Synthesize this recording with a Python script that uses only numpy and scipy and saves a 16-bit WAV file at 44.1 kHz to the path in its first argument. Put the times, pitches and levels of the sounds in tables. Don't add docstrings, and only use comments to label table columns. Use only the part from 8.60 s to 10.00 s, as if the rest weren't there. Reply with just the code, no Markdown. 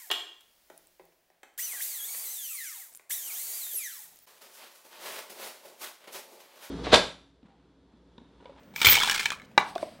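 import sys
import numpy as np
from scipy import signal
from scipy.fft import rfft, irfft, next_fast_len
from scipy.io import wavfile

SR = 44100
rng = np.random.default_rng(int(sys.argv[2]) if len(sys.argv) > 2 else 0)


def dump(signal):
    limited = np.clip(np.atleast_2d(signal).T, -1, 1)
    pcm = np.round(limited * 32767).astype(np.int16)
    wavfile.write(sys.argv[1], SR, pcm)


N = 61739


def amp(db):
    return 10 ** (np.asarray(db) / 20)


def unit(x):
    return x / np.sqrt(np.mean(x ** 2) + 1e-20)


def along(points, hz):
    f, v = np.transpose(points)
    return np.interp(np.log(hz + 1), np.log(f + 1), v)


def level(rows):
    s, db = np.transpose(rows)
    return amp(np.interp(np.arange(N) / SR, s, db, -120, -120))


def filtered(x, response):
    m = next_fast_len(N + 8192)
    hz = np.fft.rfftfreq(m, 1 / SR)
    return irfft(rfft(x, m) * response(hz), m)[..., :N]


def dulled(x, corner_hz):
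    return filtered(x, lambda hz: 1 / (1 + 1j * hz / corner_hz) ** 2)


def noise(spectrum):
    return unit(filtered(rng.standard_normal(N), lambda hz: amp(along(spectrum, hz))))


def place(s, rows):
    start = np.round(np.asarray(s) * SR).astype(int)[:, None]
    at = start + np.arange(rows.shape[1])
    return np.bincount(at.ravel(), rows.ravel(), N + SR)[:N]


def rings(s, hz, db, t60, attack_s=0.00049, size=4096):
    t = np.arange(size) / SR
    s, hz, db, t60 = [v.ravel()[:, None] for v in np.broadcast_arrays(s, hz, db, t60)]
    decay = amp(db - 60 * t / t60)
    onset = 1 - np.exp(-t / attack_s)
    return place(s[:, 0], decay * np.sin(2 * np.pi * hz * t) * onset)


def struck(s, db, modes, scatter_db, detune, damping=1, size=4096):
    hz, mode_db, t60 = np.transpose(modes)
    luck = rng.standard_normal((len(s), 2, len(hz)))
    blow_hz = hz * (1 + detune * luck[:, 0])
    blow_db = np.c_[db] + mode_db + scatter_db * luck[:, 1]
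    return rings(np.c_[s], blow_hz, blow_db, t60 * damping, size=size)


# (frequency [Hz], level [dB])
CRACK_COLOUR = [(300, -51), (900, -3), (2500, -5), (5000, -2.5), (8000, -7.5), (11000, -15), (14000, -17.5),
                (16000, -10)]


def cracks(s, db, t60):
    t = np.arange(1024) / SR
    envelope = place(s, amp(np.asarray(db)[:, None] - 60 * t / t60))
    burst = rng.standard_normal(N) * envelope
    return filtered(burst, lambda hz: amp(along(CRACK_COLOUR, hz)))


# (time [s], level [dB], dull tone [Hz], its level [dB re clack], bright tone [Hz],
# its level [dB re clack], crack level [dB re clack], ring time [factor])
CLACK_ROWS = [(0.033, -46.5, 1030, -19, 2060, -33, -12, 0.69), (0.139, -43.5, 850, 2, 2270, -13, -17, 0.77),
              (0.161, -18.5, 1680, -9.5, 2290, -5.5, -9.5, 0.67),
              (0.183, -38.5, 1010, 3.5, 2420, 11.5, -23.5, 0.62),
              (0.192, -45, 1070, -18, 2310, -13.5, -8.5, 0.9),
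              (0.203, -25, 1000, -24, 2290, -9, -9.5, 0.42), (0.216, -4, 1360, -38, 2310, -13.5, -12.5, 1),
              (0.23, -7.5, 1140, -22, 2490, -19, -36, 1), (0.247, 2.5, 1080, -41, 3600, -18, -21.5, 1),
              (0.25, -1.5, 910, -34, 3240, -31, -12.5, 1), (0.258, -1, 1560, -40, 2300, -8, -13, 1),
              (0.268, 0.5, 1430, -18, 2356, -7.5, -30.5, 1), (0.272, -1, 1420, -44, 2290, -11.5, -28, 0.81),
              (0.28, -7, 1500, -43, 3330, -18.5, -15, 1), (0.286, 0, 1330, -27, 3120, -10.5, -29, 1),
              (0.294, -6.5, 1850, -17, 2420, -10.5, -13.5, 0.94),
              (0.313, -8, 1870, -30, 3200, -18.5, -8, 0.72), (0.319, -18.5, 1930, -18, 2260, -2, -18, 0.8),
              (0.33, -8.5, 1500, -37, 3370, -17.5, -6.5, 0.52),
              (0.34, -9.5, 1372, -44, 3330, -9.5, -10.5, 1), (0.353, -6.5, 1430, -35, 2224, -4.5, -13, 0.9),
              (0.367, -13.5, 1680, -36, 2226, -2, -23, 0.76), (0.376, -12, 927, -6.5, 3160, -7, -32, 1),
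              (0.384, -17.5, 802, -9, 2990, -1, -30, 1), (0.4, -8.5, 960, -17, 2150, -27, -28.5, 1),
              (0.412, -19.5, 1285, 6, 3500, 5, -14, 0.48), (0.42, -17.5, 1627, 1.5, 3300, 3, -23, 0.79),
              (0.434, -6, 983, -11, 3430, -10.5, -16.5, 0.94), (0.445, -10.5, 1490, -16, 2710, -13, -26, 1),
              (0.45, -25, 776, -4, 2390, -16, -19.5, 0.9), (0.475, -11, 853, -9.5, 3480, -13.5, -29.5, 1),
              (0.486, -17, 1614, -1.5, 2330, -11.5, -24, 1), (0.497, -3.5, 1610, -12.5, 2350, -34, -18, 1),
              (0.511, -11.5, 1580, -12, 3360, -32, -3.5, 0.73),
              (0.52, -13.5, 1700, -6, 2170, -31, -25.5, 1), (0.546, -20, 1440, -7.5, 2320, -4.5, 1, 1),
              (0.561, -16.5, 1560, -7.5, 2170, -7, -16.5, 1),
              (0.579, -21, 1740, -31, 2460, -1, -16.5, 0.72), (0.594, -28, 1610, 4.5, 2380, 5.5, -1, 0.84),
              (0.598, -17, 1750, -7.5, 2290, -13.5, -25, 1),
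              (0.608, -12.5, 1735, -6.5, 2530, -12.5, -18, 0.49),
              (0.63, -22, 1540, -9, 2290, -8.5, -4.5, 0.9), (0.657, -5.5, 1730, -9.5, 2310, -14, -32, 0.97),
              (0.664, -17.5, 1940, -5, 2460, -2.5, -12.5, 0.42),
              (0.683, -33, 1630, -26.5, 2390, -20, -22, 0.51),
              (0.704, -12, 1590, -12, 3400, -18, -27.5, 0.85),
              (0.719, -12.5, 1160, -1, 2240, -20, -25, 0.3), (0.725, -19, 1150, -13, 2450, -9, -42, 0.78),
              (0.733, -27.5, 1270, -1.5, 2410, -19, -15.5, 0.9),
              (0.798, -37.5, 1730, -2, 2200, -2, -28.5, 0.96),
              (0.818, -34.5, 1730, -9, 2060, -15, -38.5, 1), (0.914, -48.5, 856, 0, 2570, -12, -12.5, 0.63),
              (1.154, -28, 791, 0, 3950, -10.5, -12, 0.55), (1.18, -30.5, 1510, 0.5, 3610, -5, -40, 0.57)]
# (frequency [Hz], level [dB], t60 [s])
WOOD_MODES = [(248.6, -25, 0.048), (428, -10.5, 0.017), (545, -15.5, 0.023), (872, -13, 0.052),
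              (1420, -5, 0.028), (1730, -9, 0.048), (2290, 1, 0.04), (3143, 1.5, .03), (3395, 0.5, 0.023),
              (4080, -2.5, 0.034), (5290, 2.5, 0.0092), (6640, -11.5, 0.036), (8230, -9.5, 0.03),
              (10030, -10.5, .008)]
DULL_T60_S, BRIGHT_T60_S, WOOD_DB = .025, 0.039, -17
CRACK_T60_S = 0.056
SNAP_T60_S, SNAP_DB = .004, -4
BODY_T60_S, BODY_DB, BODY_HZ = .022, -11, 2560


def clacks():
    s, db, dull_hz, dull_db, bright_hz, bright_db, crack_db, ring = np.transpose(CLACK_ROWS)
    dull = rings(s, dull_hz, db + dull_db, DULL_T60_S * ring)
    bright = rings(s, bright_hz, db + bright_db, BRIGHT_T60_S * ring)
    crack = cracks(s, db + crack_db, CRACK_T60_S)
    snap = cracks(s, db + SNAP_DB, SNAP_T60_S)
    body = dulled(cracks(s, db + BODY_DB, BODY_T60_S), BODY_HZ)
    wood = struck(s, db + WOOD_DB, WOOD_MODES, scatter_db=3, detune=.05, damping=np.c_[ring])
    return dull + bright + wood + crack + snap + body


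# (time [s], level [dB])
RATTLE_LEVEL = [(0.13, -67.5), (0.208, -36.5), (0.252, -27), (0.33, -20.5), (0.388, -26), (0.468, -31),
                (0.548, -32), (0.588, -30), (0.722, -48), (0.788, -61), (0.86, -65.5)]
RATTLE_PER_S, RATTLE_SPREAD_DB = 600, 2
RATTLE_CRACK_DB, TICK_T60_S, RATTLE_DAMPING = -1.5, .016, 0.79


def rattle():
    luck = rng.exponential(size=(800, 2))
    s = RATTLE_LEVEL[0][0] + np.cumsum(luck[:, 0]) / RATTLE_PER_S
    keep = s < N / SR
    s, db = s[keep], RATTLE_SPREAD_DB * luck[keep, 1]
    tones = struck(s, db, WOOD_MODES, scatter_db=4.5, detune=.06, damping=RATTLE_DAMPING, size=768)
    ticks = unit(cracks(s, db, TICK_T60_S))
    return level(RATTLE_LEVEL) * unit(unit(tones) + amp(RATTLE_CRACK_DB) * ticks)


# (time [s], level [dB])
JINGLE_LEVEL = [(0.155, -55.5), (0.161, -45), (0.191, -50.5), (0.235, -43.5), (0.275, -17), (0.287, -30.5),
                (0.299, -13), (0.333, -20), (0.341, -31), (0.42, -54)]
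JINGLE_PER_S, JINGLE_T60_S, JINGLE_SPREAD_DB = 1500, 0.013, 8
JINGLE_LOW_HZ, JINGLE_HIGH_HZ = 13450, 15200


def jingle():
    luck = rng.random((3000, 3))
    gaps = -np.log(luck[:, 2]) / JINGLE_PER_S
    s = JINGLE_LEVEL[0][0] + np.cumsum(gaps)
    keep = s < N / SR
    hz = JINGLE_LOW_HZ + (JINGLE_HIGH_HZ - JINGLE_LOW_HZ) * luck[keep, 0]
    db = JINGLE_SPREAD_DB * luck[keep, 1]
    chinks = rings(s[keep], hz, db, JINGLE_T60_S, attack_s=0.0004, size=1024)
    return level(JINGLE_LEVEL) * unit(chinks)


# (time [s], level [dB])
THUD_ROWS = [(.25, -26), (.268, -15.5), (.33, -28)]
# (frequency [Hz], level [dB], t60 [s])
THUD_MODES = [(48.2, -19, 0.058), (92, 0, 0.087), (322, -9.5, .04)]


def thuds():
    s, db = np.transpose(THUD_ROWS)
    hz, mode_db, t60 = np.transpose(THUD_MODES)
    return rings(np.c_[s], hz, np.c_[db] + mode_db, t60, attack_s=0.0069, size=8192)


# (frequency [Hz], level [dB], t60 [s])
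CUP_MODES = [(240, -19, .03), (398, -9, 0.041), (607, 3.5, 0.01), (838, -5, 0.069), (926, 7.5, 0.016),
             (1152, -5, 0.051), (1540, 0, 0.023), (1623, -5.5, 0.032), (2010, -5.5, 0.049),
             (2310, -2, 0.056), (2757, -5.5, 0.039), (3250, -16, 0.033), (3860, 0, 0.041),
             (5610, -15, 0.031), (5750, -15, .012), (6500, -27, 0.016)]
CUP_S, CUP_DB = .9778, -9
CUP_AGAIN_S, CUP_AGAIN_DB = .0035, -9
CUP_FREE_S, CUP_GRIP_T60_S = 0.0091, 0.029
CUP_CRACK_DB, CUP_CRACK_T60_S, CUP_CRACK_HZ = 1.5, 0.033, 5000
CUP_LOW_CUT_HZ = 130


def cup_down():
    s, db = [CUP_S, CUP_S + CUP_AGAIN_S], [CUP_DB, CUP_DB + CUP_AGAIN_DB]
    ring = struck(s, db, CUP_MODES, scatter_db=1, detune=.005)
    gripped_s = np.clip(np.arange(N) / SR - CUP_S - CUP_FREE_S, 0, 1)
    ring = ring * amp(-60 * gripped_s / CUP_GRIP_T60_S)
    crack = dulled(cracks([CUP_S], [CUP_DB + CUP_CRACK_DB], CUP_CRACK_T60_S), CUP_CRACK_HZ)
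    ring = filtered(ring, lambda hz: (1j * hz / (CUP_LOW_CUT_HZ + 1j * hz)) ** 2)
    return ring + crack


# (time [s], level [dB], reference frequency [Hz])
ROCK_ROWS = [(1.159, -12.5, 695), (1.228, -12, 623), (1.391, -38, 600)]
# (ratio to reference frequency [factor], level [dB])
ROCK_PARTIALS = [(.55, -12.5), (1.6, -11), (3.6, -16.5)]
ROCK_T60_S, ROCK_ATTACK_S = 0.026, 0.0019


def cup_rocks():
    s, db, hz = np.transpose(ROCK_ROWS)
    ratio, partial_db = np.transpose([(0.99, 0.0041)] + ROCK_PARTIALS)
    t60 = ROCK_T60_S / np.sqrt(ratio)
    return rings(np.c_[s], np.c_[hz] * ratio, np.c_[db] + partial_db, t60, attack_s=ROCK_ATTACK_S)


# (time [s], level [dB])
RUSTLE_LEVEL = [(1.0, -61), (1.058, -54), (1.092, -47.5), (1.144, -60.5), (1.154, -60), (1.17, -58),
                (1.23, -48), (1.246, -55), (1.378, -63), (1.4, -71)]
# (frequency [Hz], level [dB])
RUSTLE_SPECTRUM = [(1760, -4), (3000, -2.5), (4900, -3.5), (5560, -9), (7350, -17), (8000, -7.5),
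                   (16000, -27)]


def rustle():
    return level(RUSTLE_LEVEL) * noise(RUSTLE_SPECTRUM)


# (frequency [Hz], t60 [s])
ROOM_T60 = [(200, 0.22), (800, .4), (2500, 0.23), (6000, .2), (14000, 0.058)]
# (frequency [Hz], level [dB])
ROOM_SPECTRUM = [(150, 1), (800, -2.5), (2500, 0.5), (4000, -3.5), (9000, 1.5), (15000, 3)]
ROOM_DB, ROOM_DELAY_S, ROOM_RISE_S = -15, .006, 0.0052


def room(x):
    hz, t, z = signal.stft(rng.standard_normal(SR // 2), SR, nperseg=256)
    colour_db = along(ROOM_SPECTRUM, hz)[:, None]
    decay_db = -60 * t / along(ROOM_T60, hz)[:, None]
    rise = 1 - np.exp(-t / ROOM_RISE_S)
    tail = signal.istft(z * amp(colour_db + decay_db) * rise, SR, nperseg=256)[1]
    delayed = np.pad(x, (round(ROOM_DELAY_S * SR), 0))
    return signal.fftconvolve(delayed, tail / np.linalg.norm(tail))[:N]


def room_in_stretches(x, count):
    stretch = np.arange(N) * count // N
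    return sum(room(x * (stretch == k)) for k in range(count))


# (frequency [Hz], level [dB])
AIR_SPECTRUM = [(15, -41), (25, -9.5), (102, -5), (206, 3.5), (373, -8.5), (560, -6.5), (775, -14.5),
                (840, -15.5), (1740, -17), (14000, -42.5), (16000, -41)]
AIR_DB = -55


def air():
    return amp(AIR_DB) * noise(AIR_SPECTRUM)


# (frequency [Hz], side over mid [dB])
SIDE_OVER_MID = [(2000, -95.5), (3400, -65.5), (5000, -49), (9000, -34.5), (12000, -1.5), (14000, -29)]


def widened(mid):
    scatter = rng.standard_normal(256)
    smeared = np.convolve(mid, scatter / np.linalg.norm(scatter))[:N]
    side = filtered(smeared, lambda hz: amp(along(SIDE_OVER_MID, hz)))
    return np.array([mid + side, mid - side])


def scene():
    near = clacks() + rattle() + jingle() + thuds() + cup_down() + cup_rocks()
    answer = amp(ROOM_DB) * room_in_stretches(near, count=20)
    return widened(near + answer + rustle() + air())


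CEILING, TOP_HZ = .93, 15900


def record(dry):
    soft = dry / (1 + np.abs(dry / CEILING) ** 4) ** (1 / 4)
    return filtered(soft, lambda hz: hz < TOP_HZ)


dry = scene()
out = record(dry)
dump(out)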